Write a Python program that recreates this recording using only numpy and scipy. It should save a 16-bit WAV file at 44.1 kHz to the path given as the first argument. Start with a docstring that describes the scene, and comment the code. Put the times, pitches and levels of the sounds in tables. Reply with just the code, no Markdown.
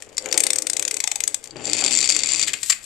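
"""A pull-back toy car on a wooden table, close to the left microphone in a small, quiet room.
Its ratchet clicks as it is drawn backwards; let go, it rolls at the microphone with rattling gears,
the tabletop drumming under its wheels. It runs off the edge, whirs in the air and lands with a clatter.
The right microphone hears it fainter and duller, with more of the room."""
import sys
import numpy as np
from scipy import signal
from scipy.io import wavfile
from scipy.ndimage import uniform_filter1d

SR = 44100
rng = np.random.default_rng(int(sys.argv[2]) if len(sys.argv) > 2 else 0)


def transcribe(signal):
    """Save signal, clipped to [-1, 1], as a 16-bit WAV file at the path in sys.argv[1]."""
    frames = np.atleast_2d(signal).T
    limited = np.clip(frames, -1, 1)
    pcm = np.round(limited * 32767).astype(np.int16)
    wavfile.write(sys.argv[1], SR, pcm)


N = 125685
TIME = np.arange(N) / SR
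BINS = np.fft.rfftfreq(8192, 1 / SR)
RELEASE_S = 1.5  # the hand lets go
KNOCK_S = 0.0017  # contact time of a knock or bump


def amp(db):
    """Decibels to gain."""
    return 10 ** (np.asarray(db) / 20)


def unit(x):
    """Scales to rms 1."""
    return x / np.sqrt(np.mean(x ** 2) + 1e-20)


def curve(points, hz=BINS):
    """Interpolates a table along log frequency."""
    point_hz, value = np.transpose(points)
    return np.interp(np.log(hz + 1), np.log(point_hz + 1), value)


def level(points):
    """Gain over time from a dB curve."""
    return amp(np.interp(TIME, *np.transpose(points)))


def peaks(modes):
    """The dB peaks that resonances add to a spectrum."""
    return sum(10 * np.log10(1 + (amp(db) ** 2 - 1) / (1 + (2 * (BINS - hz) / width) ** 2))
               for hz, width, db in modes)


def colour(x, db):
    """Minimum-phase filter with the given dB spectrum."""
    log_gain = np.log(amp(np.r_[db, db[-2:0:-1]]))
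    taps = np.fft.ifft(np.exp(np.conj(signal.hilbert(log_gain)))).real[:len(BINS)]
    return signal.fftconvolve(x, taps)[:len(x)]


def add(mix, start_s, sound):
    """Mixes a sound in at a time."""
    part = mix[round(start_s * SR):][:len(sound)]
    part += sound[:len(part)]


def grains(per_s, spread_db):
    """Random tiny impacts of uneven size."""
    size = amp(spread_db * np.minimum(rng.exponential(1, N), 4))
    return size * rng.choice([-1, 1], N) * (rng.random(N) < per_s / SR)


def chatter(spectrum, per_s, spread_db, clump_s):
    """Many small tooth contacts, each a short scrape."""
    t = np.arange(SR // 50) / SR
    power = signal.fftconvolve(grains(per_s, spread_db) ** 2, np.exp(-t / clump_s))[:N]
    return unit(colour(np.sqrt(abs(power)) * rng.standard_normal(N), spectrum))


def click(db, contact_s, spectrum, decay_s, tail_db, tail_s):
    """A brief scrape that dies quickly, plus a tail from the struck body; as much energy as 5 ms at db."""
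    t = np.arange(SR // 12) / SR
    after = np.maximum(t - contact_s, 0)
    attack = np.minimum(t / 0.0004, 1)
    dying = np.exp(-after / decay_s) + amp(tail_db) * np.exp(-after / tail_s)
    sound = colour(attack * dying * rng.standard_normal(len(t)), spectrum)
    return amp(db) * unit(sound) * np.sqrt(0.005 * SR / len(t))


def ring(start_s, hz, db, t60_s):
    """One struck mode dying away."""
    out, t = np.zeros(N), np.arange(SR // 4) / SR
    envelope = np.minimum(t * hz, 1) * amp(db - 60 * t / t60_s)
    add(out, start_s, envelope * np.sin(2 * np.pi * hz * t))
    return out


# Midrange of the car's body: freq_hz, share
BODY_BAND = [(400, 0.037), (1200, 0.79), (2700, 0.99), (5000, 0)]
def body(db):
    """A midrange lift or cut that makes a contact fuller or thinner."""
    return db * curve(BODY_BAND)


# Spectrum of the quiet room: freq_hz, gain_db
ROOM_TONE = [(100, -2), (200, -5.5), (1500, -13.5), (8000, -24.5), (14000, -42), (15000, -56)]
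def room_tone(db):
    """A steady, low hush at one microphone."""
    return amp(db) * unit(colour(rng.standard_normal(N), curve(ROOM_TONE)))


# Decay of the small room: freq_hz, t60_s
ROOM_DECAY = [(200, 0.88), (4000, 0.18), (12000, 0.2)]
def room(x, early_db, late_db):
    """The direct sound, quick bright reflections off the table and a short diffuse tail."""
    t = np.arange(SR // 2) / SR
    hz, frame_s, noise = signal.stft(rng.standard_normal(len(t)), SR, nperseg=256)
    dying = amp(-60 * frame_s / curve(ROOM_DECAY, hz)[:, None])
    late = signal.istft(noise * dying, SR)[1][:len(t)] * np.minimum(t / 0.0025, 1)
    burst = rng.standard_normal(len(t)) * np.exp(-t / 0.0036)
    early = signal.lfilter(*signal.butter(1, 1800, "high", fs=SR), burst)
    taps = amp(early_db) * early / np.linalg.norm(early) + amp(late_db) * late / np.linalg.norm(late)
    return x + signal.fftconvolve(x, taps)[:N]


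# Loss at the right microphone: freq_hz, gain_db
FAR_LOSS = [(40, -7), (125, -10.5), (300, -11.5), (4500, -14), (7000, -16), (8500, -28), (12000, -24.5)]
def far_microphone(x):
    """Farther off, the car sounds duller and arrives by two paths that trade places as it moves."""
    first, second = [room(x, early_db=-1, late_db=-4) for _ in range(2)]
    swap_hz = 6.8
    share = np.cos(np.pi * swap_hz * TIME) ** 2
    return colour(share * first + (1 - share) * second, curve(FAR_LOSS))


# Spectrum of the wooden top: freq_hz, gain_db
WOOD = [(30, -44), (125, -15), (180, -22.5), (300, -3.5), (800, -1.5), (950, -11), (1500, -11.5),
        (3000, -10.5), (8000, -69)]
# Its resonances: freq_hz, width_hz, lift_db
TABLE_MODES = [(131, 74, 4.9), (239, 18, 8.4), (312.4, 28, 8.8), (433.9, 7.1, 12.3), (518.4, 7.3, 8)]
# Extra bass once the hand lets go: freq_hz, gain_db
FREE_BASS = [(120, 15), (300, 6.5), (480, 0.5)]
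# Drumming under the wheels: time_s, level_db
ROLL_LEVEL = [(.19, -47.5), (.225, -36.5), (.38, -34.5), (.61, -41.5), (.83, -40), (.99, -42.5),
              (1.08, -58), (1.29, -42.5), (1.4, -55), (1.52, -45), (1.6, -34.5), (1.83, -34.5), (1.95, -38),
              (2.54, -44), (2.62, -68)]
PRESSED_HZ, PRESSED_WIDTH_HZ, PRESSED_LIFT_DB = 510, 110, 8.2
def tabletop():
    """The wheels drum on the grain of the wood, hollower while a finger presses the car down."""
    wood = curve(WOOD) + peaks(TABLE_MODES)
    hollow = peaks([(PRESSED_HZ, PRESSED_WIDTH_HZ, PRESSED_LIFT_DB)])
    held = unit(colour(grains(per_s=330, spread_db=2.5), wood + hollow))
    free = unit(colour(grains(per_s=370, spread_db=2), wood + curve(FREE_BASS)))
    return level(ROLL_LEVEL) * np.where(TIME < RELEASE_S, held, free)


# Wheels striking the wood: start_s, level_db
WHEEL_BUMPS = [(0.257, -23.5), (0.342, -22), (0.363, -26.5), (0.452, -30.5), (1.558, -29.5), (1.595, -29),
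               (1.68, -26.5), (1.744, -27), (1.797, -29), (1.822, -21.5), (1.852, -25)]
def wheel_bumps():
    """Single hard bumps of the wheels knock on the tabletop."""
    out, wood = np.zeros(N), curve(WOOD) + 0.5 * peaks(TABLE_MODES)
    for start_s, db in WHEEL_BUMPS:
        add(out, start_s, click(db, KNOCK_S, wood, decay_s=0.0038, tail_db=0, tail_s=0.035))
    return out


def tyre_squeak():
    """A tyre rubs briefly with a rising, fuzzy tone, surging each time the pawl slips."""
    start_s, end_s, surge_s = 1.02, 1.18, 0.0052
    pitch_hz, rise_hz_per_s = 725, 400
    waver_hz = 90 * unit(uniform_filter1d(rng.standard_normal(N), size=120))
    hz = pitch_hz + rise_hz_per_s * (TIME - start_s) + waver_hz
    tone = np.sin(2 * np.pi * np.cumsum(hz) / SR)
    ages = [np.maximum(TIME - s, 0) / surge_s for s, *_ in PAWL_SLIPS if start_s < s < end_s]
    return amp(-24.5) * tone * sum(age * np.exp(-age) for age in ages)


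# Modes struck on landing: pitch_hz, level_db, t60_s
LANDING_MODES = [(152, -33, 0.032), (848, -45, 0.07), (1136, -25.5, 0.044), (1900, -34, 0.28)]
def landing(start_s):
    """The car hits the floor: a low thump, a knock and a ring of its shell."""
    return sum(ring(start_s, *mode) for mode in LANDING_MODES)


# Spectrum of the car's shell: freq_hz, gain_db
SHELL = [(200, -66), (600, -20), (1000, -17.5), (2000, -0.5), (6200, -8.5), (8000, -1), (9500, -14),
         (14200, -22.5), (15000, -54)]
# Blows to the whole car: start_s, relative_db, contact_s, body_db
JOLTS = [(2.4725, -12.5, 0.0051, -3), (2.4798, -10.5, 0.0034, -2), (2.491, -17, 0.0024, 7),
         (2.5331, -11, 0.0028, -4), (2.537, -12.5, 0.0024, 7), (2.63, -11, 0.0038, -8),
         (2.6967, -4, 0.0039, -10.5), (2.702, -4.5, 0.0015, -6.5), (2.707, -10.5, 0.0017, -6),
         (2.72, -12, 0.0045, -2), (2.726, -12.5, 0.0019, 3)]
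def jolts(gain_db):
    """The shell clatters as the car bumps over the table's edge and lands."""
    out, shell = np.zeros(N), curve(SHELL) + 0.62 * peaks(CHASSIS_MODES)
    for start_s, db, contact_s, body_db in JOLTS:
        spectrum = shell + body(body_db)
        blow = click(db + gain_db, contact_s, spectrum, decay_s=0.0036, tail_db=-19, tail_s=0.036)
        add(out, start_s, blow)
    return out


# Modes of the steel axle: pitch_hz, level_db, t60_s
AXLE_MODES = [(4686, -19.5, 0.06), (5500, -10, 0.018)]
def axle(ping_s):
    """The axle pings as the gears take hold; once let go, each knock rings it, soft nearly as hard."""
    ping = sum(ring(ping_s, *mode) for mode in AXLE_MODES)
    pitch_hz, sag_hz = AXLE_MODES[0][0], 130
    return ping + sum(ring(s, pitch_hz - sag_hz * rng.random(), db=-21 + 0.17 * knock_db, t60_s=0.019)
                      for s, knock_db in KNOCKS if s > RELEASE_S)


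# Spectrum of the chassis: freq_hz, gain_db
CHASSIS = [(150, -54), (600, -19.5), (1300, -21.5), (1800, -18), (2100, -10.5), (3000, -12.5), (4000, -9.5),
           (5200, -6), (6500, -7), (8200, -6.5), (9300, -12), (14000, -42.5)]
# Its resonances: freq_hz, width_hz, lift_db
CHASSIS_MODES = [(2080, 150, 5), (2530, 175, 7.5), (3510, 180, 7), (4580, 122, 12), (6030, 120, 3.5),
                 (7310, 377, 15.5)]
# Loose parts striking it: start_s, relative_db
KNOCKS = [(0.169, -21.5), (0.223, -31.5), (0.242, -34), (0.313, -22), (0.342, -16), (0.355, -28),
          (0.396, -22), (0.439, -17), (0.471, -21), (1.508, -33.5), (1.567, -34.5), (1.654, -17.5),
          (1.669, -19.5), (1.697, -16.5), (1.732, -8.5), (1.767, -17), (1.789, -15), (1.798, -21),
          (1.823, -29), (1.839, -10), (1.847, -11.5), (1.862, -10.5), (1.909, -14), (1.917, -15),
          (1.925, -12), (1.933, -12), (1.94, -12), (1.951, -9), (1.962, -12.5), (1.973, -8.5),
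          (1.98, -13.5), (1.988, -9.5), (2.005, -11.5), (2.013, -11.5), (2.027, -11.5), (2.042, -12),
          (2.049, -15), (2.057, -15), (2.075, -13.5), (2.09, -9.5), (2.095, -9), (2.101, -7), (2.111, -13),
          (2.122, -10.5), (2.148, -14), (2.164, -8), (2.19, -12.5), (2.234, -10), (2.259, -15),
          (2.271, -14), (2.289, -13), (2.306, -19), (2.318, -12.5), (2.334, -10), (2.348, -15),
          (2.359, -16.5), (2.381, -20), (2.394, -11.5), (2.414, -11.5), (2.427, -11.5), (2.433, -13)]
def rattle(gain_db):
    """Loose gears and axles knock in the chassis."""
    out, chassis = np.zeros(N), curve(CHASSIS) + peaks(CHASSIS_MODES)
    for start_s, db in KNOCKS:
        knock = click(db + gain_db, KNOCK_S, chassis, decay_s=0.00082, tail_db=-11, tail_s=0.0093)
        add(out, start_s, knock)
    return out


# Chatter of the gear teeth: time_s, level_db
GEAR_LEVEL = [(0, -42), (.08, -53.5), (.25, -43.5), (.35, -34), (.62, -42.5), (1.33, -43), (1.41, -52.5),
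              (1.46, -36.5), (1.53, -55.5), (1.65, -30.5), (1.8, -21.5), (1.97, -24), (2.44, -22),
              (2.52, -38), (2.57, -36), (2.62, -46.5)]
# Wheels spinning freely past the edge: time_s, level_db
SPIN_LEVEL = [(2.5, -45), (2.58, -43), (2.69, -22.5), (2.75, -41), (2.8, -49), (2.85, -35.5)]
# Spectrum of their whir: freq_hz, gain_db
WHIR = [(600, -35), (2200, -1), (6300, 3.5), (7700, 15.5), (9500, 2.5), (14000, -5), (15000, -64)]
def gears():
    """Fine tooth chatter: dry while winding, ringing in the chassis while rolling, a thin whir in air."""
    modes = peaks(CHASSIS_MODES)
    winding = chatter(curve(PAWL) + 0.5 * modes + body(7.5), per_s=290, spread_db=2, clump_s=0.001)
    rolling = chatter(curve(CHASSIS) + modes + body(6.6), per_s=490, spread_db=2.5, clump_s=0.00067)
    spinning = chatter(curve(WHIR), per_s=2300, spread_db=4, clump_s=0.001)
    teeth = level(GEAR_LEVEL) * np.where(TIME < RELEASE_S, winding, rolling)
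    off_table = TIME > SPIN_LEVEL[0][0]
    return teeth + level(SPIN_LEVEL) * spinning * off_table


# Spectrum of the pawl on plastic teeth: freq_hz, gain_db
PAWL = [(150, -40), (500, -22), (1400, -17.5), (2100, -10.5), (2700, -14.5), (4300, -8.5), (6000, -5),
        (7200, -2.5), (8500, -4.5), (10000, -12.5), (12000, -17.5), (14000, -20.5), (15500, -46)]
# Ratchet clicks: start_s, relative_db, pitch_hz, body_db
PAWL_SLIPS = [(0.022, -27, 8400, 6.5), (0.1794, -13.5, 7000, 7), (0.2586, -20, 7200, 11.5),
              (0.2873, -26.5, 7060, 8), (0.3258, -10, 5820, 5), (0.3759, -4, 8260, -0.5),
              (0.4032, -7, 8530, -1), (0.4357, -9, 8400, -1.5), (0.4667, -10, 9000, 1.5),
              (0.5037, -8.5, 7940, 0.5), (0.5316, -11, 8360, -2), (0.5582, -13, 8200, -1.5),
              (0.5844, -10.5, 7800, -6.5), (0.6209, -15.5, 8200, -10), (0.6685, -13, 8300, 4.5),
              (0.698, -11, 8400, -5), (0.7322, -14, 8400, -2.5), (0.7666, -13, 7250, 1),
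              (0.795, -12, 7500, 1.5), (0.824, -15, 8200, 4), (0.8506, -13.5, 7000, 3),
              (0.878, -14, 6840, 3.5), (0.9101, -14, 8100, 2), (0.941, -15.5, 7840, -1.5),
              (0.967, -16, 7540, 7), (1.0023, -13, 7200, 1.5), (1.0394, -12, 7100, 3.5),
              (1.0745, -11.5, 7440, 5), (1.115, -12.5, 7600, 5), (1.1568, -14.5, 7700, -0.5),
              (1.204, -14, 7950, 3), (1.2372, -12, 6640, -2.5), (1.2764, -9.5, 7900, -3.5),
              (1.3436, -11, 7500, -1), (1.44, -28, 8200, -4)]
def ratchet(gain_db):
    """The pawl slips tooth by tooth as the spring is wound, each click ringing at its own pitch."""
    out, width_hz, lift_db = np.zeros(N), 850, 9.5
    for start_s, db, pitch_hz, body_db in PAWL_SLIPS:
        modes = [(pitch_hz, width_hz, lift_db)] + CHASSIS_MODES[:3]
        spectrum = curve(PAWL) + peaks(modes) + body(body_db)
        scrape_s = 0.0031 * rng.uniform(0.45, 1)
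        slip = click(db + gain_db, scrape_s, spectrum, decay_s=0.0025, tail_db=-10, tail_s=0.0025)
        add(out, start_s, slip)
    return out


def scene():
    """The car's run and fall, close on the left microphone and farther from the right, over room tone."""
    works = ratchet(gain_db=-0.5) + rattle(gain_db=-1.5) + axle(ping_s=0.181) + gears()
    car = works + tabletop() + wheel_bumps() + tyre_squeak()
    fall = jolts(gain_db=-3.5) + landing(start_s=2.698)
    near = room(car + fall, early_db=-20, late_db=-13.5)
    left = np.r_[0, near[:-1]]  # one sample later
    right = far_microphone(car + amp(2) * fall)
    return np.array([left + room_tone(db=-53.5), right + room_tone(db=-55.5)])


def record(dry):
    """The loudest clicks overload; then the top of the treble is cut."""
    clipped = np.clip(dry, -1, 1)
    cutoff_hz = 15500
    lowpass = signal.firwin(255, cutoff_hz, window=("kaiser", 8), fs=SR)
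    return signal.oaconvolve(clipped, lowpass[None], "same")


dry = scene()
out = record(dry)
transcribe(out)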